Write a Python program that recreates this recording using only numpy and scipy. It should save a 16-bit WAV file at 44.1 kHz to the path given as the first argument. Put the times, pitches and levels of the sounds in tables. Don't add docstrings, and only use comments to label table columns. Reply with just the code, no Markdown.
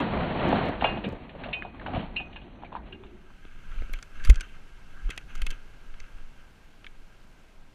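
import sys
import numpy as np
from scipy import signal
from scipy.io import wavfile
from scipy.ndimage import uniform_filter1d

SR = 44100
rng = np.random.default_rng(int(sys.argv[2]) if len(sys.argv) > 2 else 0)


def amp(db):
    return 10 ** (np.asarray(db, float) / 20)


def write(x):
    x = np.atleast_2d(x).T
    wavfile.write(sys.argv[1], SR, np.round(np.clip(x, -1, 1) * 32767).astype(np.int16))


N = 341364
LEAD_SAMPLES = 130


def rms_one(x):
    return x / np.sqrt(np.mean(x ** 2) + 1e-20)


def in_time(rows):
    s, *columns = np.transpose(rows)
    return [np.interp(np.arange(N) / SR, s, c) for c in columns]


def swells(rows, length_s):
    s, *columns = np.transpose(rows)
    coarse_s = np.arange(0, N, 40) / SR
    bells = np.exp(-.5 * ((coarse_s - s[:, None]) / length_s) ** 2)
    return [np.interp(np.arange(N) / 40, np.arange(len(coarse_s)), c @ bells) for c in columns]


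def at_hz(points, hz):
    table_hz, table_db = np.transpose(points)
    return np.interp(np.log(hz), np.log(table_hz), table_db)


def drift(rate_hz):
    r = np.exp(-80 * np.pi * rate_hz / SR)
    slow = signal.lfilter([1], [1, -2 * r, r * r], rng.standard_normal(N // 40 + 2002))[2000:]
    return np.interp(np.arange(N) / 40, np.arange(len(slow)), rms_one(slow))


def band(x, low_hz, high_hz):
    return signal.sosfilt(signal.butter(2, [low_hz, high_hz], "band", fs=SR, output="sos"), x)


def resonance(x, hz, width_hz):
    r = np.exp(-np.pi * width_hz / SR)
    poles = [1, -2 * r * np.cos(2 * np.pi * hz / SR), r * r]
    return signal.lfilter([(1 - r * r) / 2, 0, (r * r - 1) / 2], poles, x)


def twice_resonant(x, hz, width_hz):
    return resonance(resonance(x, hz, width_hz), hz, width_hz)


def modes(x, table):
    return sum((-1) ** k * amp(db) * resonance(x, hz, width_hz) for k, (hz, width_hz, db) in enumerate(table))


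def struck(x, hz, t60_s):
    r, w = amp(-60 / (t60_s * SR)), 2 * np.pi * hz / SR
    return signal.lfilter([0, np.sin(w)], [1, -2 * r * np.cos(w), r * r], x)


def grit(per_s, spread_db):
    sizes = amp(spread_db * np.minimum(rng.exponential(1, N), 5)) * rng.choice([-1, 1], N)
    return rms_one(sizes * (rng.random(N) < per_s / SR))


def coloured(sources, spectrum, patchy_db, flicker_hz):
    low_end, high_end = spectrum[0][0], spectrum[-1][0]
    edges = np.geomspace(low_end, high_end, round(3 * np.log2(high_end / low_end)))
    together = drift(flicker_hz)
    for k, (low, high) in enumerate(zip(edges, edges[1:])):
        hz = np.sqrt(low * high)
        level_db = at_hz(spectrum, hz) + patchy_db * (0.47 * together + drift(flicker_hz))
        yield hz, amp(level_db) * band(sources[k % 2], low, high)


def snap(t60_s, lead_swell, hit, stop=1):
    t = (np.arange(6000) - LEAD_SAMPLES) / SR
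    t60_s = np.clip(t60_s, .004, .15)
    envelope = np.where(t < 0, lead_swell * np.exp(t / 0.0018), amp(-60 * np.abs(t / t60_s) ** stop))
    crack = rng.standard_normal(len(t)) * envelope
    crack[LEAD_SAMPLES] += hit
    return crack


def add(out, s, burst, db):
    at = round(s * SR) - LEAD_SAMPLES
    out[at:at + len(burst)] += amp(db) * burst[:N - at] / np.max(np.abs(burst))


# t/s, level/dB
SCRUB = [(0.0, -24.5), (0.1, -36.5), (0.14, -29.5), (0.35, -32.5), (0.52, -26.5), (0.66, -29),
         (0.79, -42.5), (0.85, -29), (1.0, -42.5), (1.3, -51.5), (1.46, -43.5), (1.75, -54.5),
         (1.88, -41.5), (1.98, -38.5), (2.1, -49), (2.57, -57), (2.75, -50.5), (3.45, -72.5)]
# f/Hz, level/dB per Hz
SCRUB_COLOUR = [(70, 5), (120, 5.5), (220, 9), (400, 0.5), (700, 4), (1200, -5.5), (2000, -7.5),
                (3000, -11.5), (4300, -24.5), (5200, -39.5)]
# level/dB at a scrub of -40 dB, share of its swing
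SCRUB_LAYERS = [
    (-38.5, 0.76),
    (-40.5, 1),
    (-49, 0.96),
    (-50, 0.88),
]
# t/s, level/dB above scrub
BOOMS = [(0.01, 6), (0.21, 1.5), (0.49, 6), (0.54, 7.5), (0.64, 7.5), (0.86, -9.5), (0.98, 6.5),
         (1.08, 11.5), (1.13, 5.5), (1.55, -11.5), (1.76, 2), (1.95, 4.5), (2.46, 7.5), (2.95, 7.5),
         (3.04, 6.5), (3.12, 3)]
# t/s, level/dB above scrub
SCRAPES = [
    (0.92, -1),
    (1.72, -2),
    (1.9, -2),
    (2.0, 4),
    (2.05, 1),
    (2.45, 3),
    (2.57, -3),
    (2.7, -5),
    (2.81, -10),
]


def tyres():
    sources = [0.6 * rng.standard_normal(N) + 0.61 * grit(900 * amp(4 * drift(15)), spread_db=0.0)
               for _ in range(2)]
    layers = np.zeros((4, N))
    for hz, part in coloured(sources, SCRUB_COLOUR, patchy_db=1.22, flicker_hz=17.4):
        layers[np.searchsorted([400, 1200, 2200], hz)] += part
    layers = [rms_one(layer) for layer in layers]
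    layers[0] *= amp(swells(BOOMS, length_s=0.014)[0])
    layers[3] *= amp(swells(SCRAPES, length_s=0.021)[0])
    swing_db = in_time(SCRUB)[0] + 40
    return sum(amp(db + share * swing_db) * layer for (db, share), layer in zip(SCRUB_LAYERS, layers))


# t/s, peak level/dB
SPITS = [(0.0034, -46.5), (0.4873, -46.5), (0.492, -56), (0.566, -66), (0.5704, -60), (0.577, -59.5),
         (0.6587, -55), (0.687, -51.5), (1.0895, -49.5), (1.125, -57.5), (1.588, -64)]
# t/s, level/dB
WHINE_SWELLS = [
    (2.25, 3),
    (2.62, 5),
    (1.9, -2.5),
    (2.87, -7),
]


def close_grit():
    t = np.arange(N) / SR
    whine_db = -100.5 + 3 * t + 3 * drift(6.) + swells(WHINE_SWELLS, length_s=.08)[0]
    whine = resonance(resonance(rng.standard_normal(N), 6200, 600), 6000, 600)
    out = amp(whine_db) * rms_one(whine)
    out += amp(-90.5) * rms_one(band(rng.standard_normal(N), 5200, 12600))
    haze, = swells([(s, amp(.5 * db)) for s, db in SPITS], length_s=.025)
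    out += amp(-62) * haze * rms_one(band(rng.standard_normal(N), 4700, 8500))
    for s, db in SPITS:
        crack = snap(.012, lead_swell=.5, hit=3.)
        add(out, s, band(crack, 4800, 8200) + .5 * band(crack, 8000, 12500), db)
    return out


# f/Hz, level/dB per Hz
TURN_SHAKE_COLOUR = [(12, -11.5), (20, 5.5), (35, 4), (60, 4.5), (85, -12)]
# f/Hz, level/dB per Hz
SHAKE_COLOUR = [(12, 18), (20, 3), (35, -3), (55, -9.5), (80, -19), (150, -19.5), (350, -37.5)]
# t/s, level/dB, direction, swing f/Hz, length/s
JOLTS = [(0.176, -27.5, 0.83, 69, 0.029), (1.958, -28.5, -1.2, 62, 0.0064),
         (1.981, -13.5, -0.7, 153, 0.0023), (3.728, -29.5, -0.87, 22.5, 0.029),
         (3.786, -21.5, -1.1, 26, 0.014), (3.81, -20.5, 1, 27, 0.0053), (3.839, -22.5, -0.99, 22, 0.012),
         (4.224, -25, -1.3, 11.5, 0.035), (3.935, -24.5, -1.1, 23.5, 0.028), (4.284, -9.5, 1, 14., .009),
         (4.2955, -16, 1, 60., .002), (4.3068, -.3, -1, 43., .0088), (4.327, -14, -1, 40., .005),
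         (4.2985, -27, -1, 200., .002), (4.378, -15, 0.78, 18, 0.014), (5.067, -21, -1.36, 30, 0.017),
         (5.387, -19.5, 0.66, 17.4, 0.025), (5.43, -13.5, -0.85, 23.5, 0.008),
         (5.493, -18, 0.88, 16, 0.026), (5.941, -33, -1.5, 15, 0.044), (6.011, -28.5, 1, 13, 0.029),
         (6.156, -31.5, -0.96, 20, 0.0097), (6.238, -31, -0.94, 14.6, 0.043), (6.398, -33, 0.76, 15, 0.026)]


def shaking():
    def sway(colour):
        noises = rng.standard_normal((2, N))
        return rms_one(sum(part for _, part in coloured(noises, colour, patchy_db=1.2, flicker_hz=8.)))

    t = np.arange(N) / SR
    ride_share = np.clip((t - 2.9) / .5, 0, 1)
    turn_db = -44 + 0.29 * (in_time(SCRUB)[0] + 40)
    ride_db = np.minimum(-43 + 0.96 * (in_time(ROAD)[0] + 65), -27)
    out = np.sqrt(1 - ride_share) * amp(turn_db) * sway(TURN_SHAKE_COLOUR)
    out += np.sqrt(ride_share) * amp(ride_db) * sway(SHAKE_COLOUR)
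    for s, db, direction, hz, length_s in JOLTS:
        near = slice(*np.searchsorted(t, [s - 5 * length_s, s + 5 * length_s]))
        after = t[near] - s
        bell = np.exp(-.5 * (after / length_s) ** 2)
        out[near] += direction * amp(db) * bell * np.cos(2 * np.pi * hz * after)
    return out


# t/s, peak level/dB, f/Hz, bright peak level/dB
KNOCKS = [(0.527, -14, 720, -29.5), (0.823, -16, 697, -42.5), (0.844, -10.5, 703, -34),
          (0.973, -26, 636, -35), (1.044, -27, 457, -28.5), (1.079, -29, 466, -53), (1.128, -30, 450, -48),
          (1.351, -32.5, 530, -51), (1.459, -30.5, 600, -48), (1.486, -32.5, 603, -42),
          (1.65, -27, 683, -46), (1.746, -38.5, 985, -55), (1.813, -34.5, 920, -63), (1.863, -26, 870, -35),
          (1.883, -30, 715, -51), (1.935, -25.5, 760, -40), (1.961, -26, 660, -42), (2.624, -40, 890, -50),
          (2.726, -32, 760, -47), (2.755, -33, 945, -47), (2.764, -30, 850, -58),
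          (3.036, -42.5, 991, -43.5), (3.303, -46.5, 1030, -70)]
# t/s, peak level/dB, f/Hz, bright peak level/dB
TAPS = [(0.811, -27, 1610, -30), (1.294, -37, 2000, -43.5), (1.437, -29.5, 1600, -34),
        (1.53, -23.5, 2260, -36), (1.628, -40, 1520, -44), (1.795, -50, 2020, -66), (1.949, -29, 2080, -35),
        (2.165, -45, 2150, -36), (2.2, -37, 740, -37), (2.65, -54, 2380, -50), (2.328, -55, 2300, -43),
        (2.36, -38, 880, -36), (2.416, -55, 2300, -45), (2.554, -60, 2300, -57), (2.868, -64, 2300, -51),
        (3.066, -56, 2300, -51), (2.922, -50, 1550, -41)]
# f/Hz, width/Hz, level/dB
CRANK = [(1650, 120, -0.5), (2300, 170, -0.5), (2800, 250, 3.5), (3600, 370, -4), (4070, 290, -12)]
# t/s, peak level/dB, f/Hz
THUDS = [
    (1.6228, -21, 1700),
    (2.6345, -29, 800),
    (2.7515, -22, 900),
    (2.727, -31, 850),
]
# t/s, peak level/dB, f/Hz, t60/s
PINGS = [(0.526, -15, 690, .04), (0.841, -20, 2300, 0.038), (0.85, -30.5, 1650, 0.15),
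         (1.797, -34.5, 1980, 0.022), (1.815, -36.5, 1550, 0.028), (2.363, -45, 1640, 0.078),
         (2.589, -60, 2480, .12), (2.647, -39, 2350, .04), (2.662, -45, 2350, .03), (2.757, -32, 980, .06),
         (0.885, -33, 2300, .03), (1.05, -38, 2390, .1), (1.04, -34, 1800, .04), (2.198, -40, 1750, .04),
         (2.163, -38, 4100, .04), (2.765, -47, 1670, 0.033), (2.785, -44, 996, 0.066), (2.8, -49, 950, .05),
         (2.922, -47, 1620, .12), (2.94, -50, 2790, 0.13), (2.72, -39, 1050, .03), (2.62, -44, 950, 0.044),
         (2.64, -43, 700, 0.056), (1.862, -29.5, 1550, 0.033), (2.03, -36.5, 904, .05),
         (2.2, -38, 740, 0.084)]


def knocks():
    out = np.zeros(N)
    for rows, t60_s in ((KNOCKS, 0.097), (TAPS, 0.091)):
        for s, db, hz, bright_db in rows:
            crack = snap(t60_s, lead_swell=0.11, hit=14.8)
            add(out, s, resonance(resonance(crack, hz, .5 * hz), hz, 0.51 * hz), db)
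            add(out, s, modes(snap(t60_s, lead_swell=1.0, hit=0), CRANK), bright_db)
    for s, db, hz in THUDS:
        blow = resonance(resonance(snap(.02, lead_swell=0, hit=30), hz, .6 * hz), hz, .8 * hz)
        add(out, s, band(blow, .5 * hz, 1.4 * hz), db)
    for s, db, hz, t60_s in PINGS:
        add(out, s, struck(snap(0.94 * t60_s, lead_swell=.3, hit=2.5), hz, .6 * t60_s), db)
    return out


# t/s, level/dB above the mode levels, share of the free ring time
CLANGS = [
    (0.841, 0, 1.),
    (1.531, 0, 1.),
    (2.1612, -1, 1.),
    (1.039, -13, .3),
    (2.361, -18, .3),
    (2.924, -20, .3),
]
# t/s, level/dB
RING_DROPS = [
    (2.218, -6),
    (2.27, -8),
    (1.0, -6),
]
# f/Hz, level/dB, t60/s
STAY_LOW = [(2498, -31, .6), (2531, -31, .55), (2795, -23, .24), (2841, -24, .12), (3090, -34, .2),
            (3430, -33, .09), (2960, -30, .04)]
STAY_MIDDLE = [(2499, -28, .38), (2670, -35, .12), (2770, -29, .08), (3030, -34, .12), (3075, -41, .2),
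               (3637, -34, .05), (2250, -35, .04)]
STAY_HIGH = [(2497, -31, .5), (2536, -36, .45), (2640, -34, .22), (2675, -30, .2), (2786, -26, .09),
             (2806, -30, .22), (3026, -35, .15)]


def chain():
    out = np.zeros(N)
    stays = (STAY_LOW, STAY_MIDDLE, STAY_HIGH, STAY_LOW, STAY_LOW, STAY_LOW)
    for (s, db, free), stay in zip(CLANGS, stays):
        ring = 0
        for k, (hz, mode_db, t60_s) in enumerate(stay):
            chatter = snap(.02, lead_swell=0, hit=24., stop=2) + .45 * snap(.15 * free, lead_swell=0, hit=0)
            late = np.roll(np.pad(chatter, (0, 14000)), round(k * .0005 * SR))
            swing = struck(late, hz, t60_s * free)
            ring = ring + amp(mode_db) * swing / np.max(swing)
        t = s + (np.arange(len(ring)) - LEAD_SAMPLES) / SR
        damping_db = sum(drop_db * np.clip((t - at) / .01, 0, 1) for at, drop_db in RING_DROPS if at > s)
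        out[round(s * SR) - LEAD_SAMPLES:][:len(ring)] += ring * amp(db + damping_db)
    return out


# t/s, level/dB
ROAD = [(3.0, -71), (3.4, -65), (3.6, -61.5), (3.82, -57), (4.1, -65), (4.25, -52), (4.45, -61),
        (4.65, -64), (4.9, -64), (5.05, -60), (5.25, -59), (5.45, -56), (5.65, -64.5), (6.1, -64),
        (6.3, -66.5), (6.7, -68.5), (7.4, -68.5), (7.74, -73)]
# t/s, level/dB above road, upper part level/dB above that
CHATTER = [(3.47, 4.5, -1), (3.73, 3, 0), (3.78, -3, 6), (3.96, 4.5, 4.5), (4.16, 3, 1.5), (4.28, 2, 4.5),
           (4.44, 10, -1.5), (4.49, -2.5, 7.5), (4.55, 4.5, 1), (4.98, 8.5, -12), (5.12, 8.5, 4),
           (5.26, -14, -3), (5.305, 2.5, 3.5), (5.37, -5, 11), (5.45, -10.5, 11.5), (5.53, 5, 4),
           (5.99, 3.5, 1), (6.05, 4.5, 0), (6.4, 4.5, 1), (6.19, 4, -3)]
# f/Hz, width/Hz, level/dB
HOUSING = [(1290, 163, 1.5), (1590, 80, 8), (2150, 220, 6.5), (2678, 250, 8), (3120, 320, 3.5),
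           (4260, 370, -10.5), (6170, 240, -7.5)]
# f/Hz, level/dB per Hz
HISS = [(35, -45), (60, -2.5), (199, -2.5), (338, -5.5), (478, -9), (1000, -10.5), (1150, -12.5),
        (1550, -27), (1700, -14.5), (4690, -23), (15600, -37.5)]


def ride():
    t = np.arange(N) / SR
    road_db = in_time(ROAD)[0]
    loose_db, upper_db = swells(CHATTER, length_s=0.015)
    buzz = .7 * rng.standard_normal(N) + .4 * grit(800 * amp(3 * drift(25)), spread_db=3.5)
    rattle = rms_one(modes(buzz, HOUSING[:2]))
    rattle = rattle + amp(-3.5 + upper_db) * rms_one(modes(buzz, HOUSING[2:]))
    hiss = sum(part for _, part in coloured(rng.standard_normal((2, N)), HISS, patchy_db=.6, flicker_hz=9.6))
    hiss = hiss / np.std(band(hiss, 4200, 15000))
    hiss_db = -71.5 + 0.21 * (road_db + 65) + 10.5 * np.minimum(t - 3.74, 0)
    return amp(road_db + loose_db + 2.0) * rattle + amp(hiss_db) * hiss


def brake():
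    t = np.arange(N) / SR
    level_db = -52.5 + 151 * np.minimum(t - 2.94, 0) - 110 * np.maximum(t - 3.12, 0)
    return amp(level_db) * rms_one(twice_resonant(rng.standard_normal(N), 373, 55))


# t/s, peak level/dB, f/Hz, bright peak level/dB, reach f/Hz
CLICKS = [(3.9325, -59, 2600, -42, 12900), (3.936, -27.5, 2300, -38, 9000), (3.988, -38, 1500, -48, 6500),
          (4.0263, -33, 1600, -34, 8140), (4.0305, -44, 1380, -54, 7000),
          (4.249, -28.5, 1590, -29.5, 18700), (4.24, -38, 2700, -42, 8000), (4.272, -32, 1290, -41, 14000),
          (4.2972, -19, 2520, -24, 13000), (4.3005, -21, 2100, -27, 12000), (4.399, -38, 1500, -49, 5500),
          (4.343, -39, 2140, -42, 8000), (4.357, -32, 1560, -34, 8000), (4.408, -31, 1460, -30, 9000),
          (5.1023, -31.5, 2600, -38, 12000), (5.1057, -27.5, 2420, -33.5, 11000),
          (5.1626, -54, 1590, -52, 14000), (5.1767, -27.5, 2500, -31, 12000),
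          (5.3528, -35.5, 1290, -40, 14000), (5.3782, -53, 1330, -48, 10000),
          (5.4181, -27, 2550, -32.5, 13000), (5.4657, -24.5, 2740, -30, 13000),
          (5.5044, -30.5, 3150, -32, 12000), (5.510, -35, 2680, -37, 14000), (5.358, -46, 1500, -43, 12000),
          (6.0011, -37, 2150, -40, 7400), (4.255, -32, 2700, -36, 18800), (4.263, -39, 2700, -45, 14000),
          (4.413, -35.5, 3100, -44, 11000)]
# t/s, peak level/dB, f/Hz
TICKS = [
    (3.7152, -44, 2300),
    (3.7828, -44, 1280),
    (4.197, -39, 1620),
    (5.296, -49, 2440),
    (5.94, -41.5, 1500),
    (6.0404, -44, 1540),
    (6.1826, -47, 1260),
    (6.8435, -36, 1500),
    (6.865, -33, 2200),
]
# t/s, peak level/dB, f/Hz
BUMPS = [
    (3.4507, -42.5, 1350),
    (3.8203, -36, 1550),
    (3.894, -42, 1300),
    (4.298, -25, 1030),
    (5.092, -34, 1200),
    (5.5199, -43, 1580),
]
LATCH = [(4480, 280, 2), (6230, 310, 7.5), (7080, 670, -4), (9970, 2000, -2.5), (11800, 3900, -6.5)]
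# t/s, level/dB, f/Hz, t60/s
LATCH_PINGS = [(4.254, -50, 10050, 0.05), (4.409, -43, 6200, 0.04), (4.2495, -33, 4600, .015),
               (4.203, -40, 1600, .05), (4.366, -42, 1600, .03), (4.376, -39, 1620, .04),
               (3.722, -41, 1560, .03), (3.785, -45, 2450, .02), (3.8, -48, 2900, .015),
               (3.743, -48, 3050, .015), (3.963, -47, 2600, .02), (4.409, -37, 2900, .025),
               (5.178, -29, 2500, 0.024), (5.4675, -25.5, 2640, .022), (5.419, -29, 2550, 0.014),
               (5.507, -41, 6200, .012), (5.352, -50, 6600, .015), (3.9325, -40, 11500, .008),
               (6.8445, -42.5, 3000, .015), (6.866, -43, 3250, 0.02)]


def clicks():
    out = np.zeros(N)
    # t/s, level/dB, f/Hz, t60/s, bright level/dB, dull level/dB, reach f/Hz, swell before the hit
    contacts = [(s, db, hz, .053, bright_db, db - 18, reach_hz, .88) for s, db, hz, bright_db, reach_hz in CLICKS]
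    contacts += [(s, db, hz, .051, db - 29, db - 29, 9000, .027) for s, db, hz in TICKS]
    contacts += [(s, db, hz, .028, db - 23, db + 1.5, 9000, .027) for s, db, hz in BUMPS]
    for s, db, hz, t60_s, bright_db, dull_db, reach_hz, lead_swell in contacts:
        s = s + .001
        crack = snap(.5 * t60_s, lead_swell=lead_swell, hit=9.4, stop=1.025)
        tick = modes(crack, HOUSING) + amp(12.5) * resonance(crack, hz, 230)
        add(out, s, band(band(tick, 1000, 4200), 800, 4800), db)
        bright = band(modes(crack, LATCH) + .5 * band(crack, 3000, 9000) + .085 * crack, 4000, 15500)
        bright = band(bright, .2 * reach_hz, min(reach_hz, 20000))
        damping = amp(-60 * np.maximum(np.arange(len(crack)) - LEAD_SAMPLES, 0) / SR / .035)
        add(out, s, damping * bright, bright_db)
        add(out, s, band(band(crack, 100, 450), 80, 800), dull_db)
    for s, db, hz, t60_s in LATCH_PINGS:
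        add(out, s, struck(snap(t60_s, lead_swell=.8, hit=2.6), hz, .7 * t60_s), db)
    return out


def scene():
    t = np.arange(N) / SR
    turn = (tyres() + chain() + knocks() + brake()) * np.clip((3.55 - t) / 0.1, 0, 1)
    turn = signal.sosfilt(signal.ellip(10, .5, 70, 4480, fs=SR, output="sos"), turn)
    turn += close_grit() * np.clip((3.5 - t) / .5, 0, 1)
    downhill = ride() * np.clip((t - 2.7) / .4, 0, 1) + clicks()
    return (turn + downhill + shaking())[None]


# t/s, length/s
TOP_GAPS = [(3.78, .02), (3.87, .05), (4.17, .06), (4.33, .05), (5.05, .035), (5.13, .02), (5.37, .03),
            (5.43, .02), (5.9, .1), (6.235, .025), (6.835, .04)]
# f/Hz, level/dB
LEAST_KEPT = [(12500, -30), (12900, -1.5), (13600, .5), (14300, -1.5), (14900, -.5), (15150, 4),
              (15400, 14)]


def thin_top(x):
    hz, s, cells = signal.stft(x, SR, nperseg=1024)
    power = uniform_filter1d(uniform_filter1d(np.abs(cells) ** 2, size=4, axis=1), size=2, axis=2)
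    usual = uniform_filter1d(np.log(power + 1e-20), size=141, axis=2)
    usual = np.exp(uniform_filter1d(usual, size=9, axis=1))
    in_gap = sum((s > at) & (s < at + length_s) for at, length_s in TOP_GAPS) * (hz[:, None] > LEAST_KEPT[1][0])
    least_db = at_hz(LEAST_KEPT, hz + 1)[:, None] + 13 * in_gap
    cells *= np.where(power > usual * amp(2 * least_db), 1, amp(-30))
    return signal.istft(cells, SR, nperseg=1024)[1][:, :N]


def band_limit(x):
    return signal.sosfilt(signal.butter(12, 15900, fs=SR, output="sos"), x)


def record(dry):
    dry = signal.sosfilt(signal.ellip(8, .5, 60, 15900, fs=SR, output="sos"), dry)
    mix = thin_top(dry)
    return band_limit(mix)


dry = scene()
out = record(dry)
write(out)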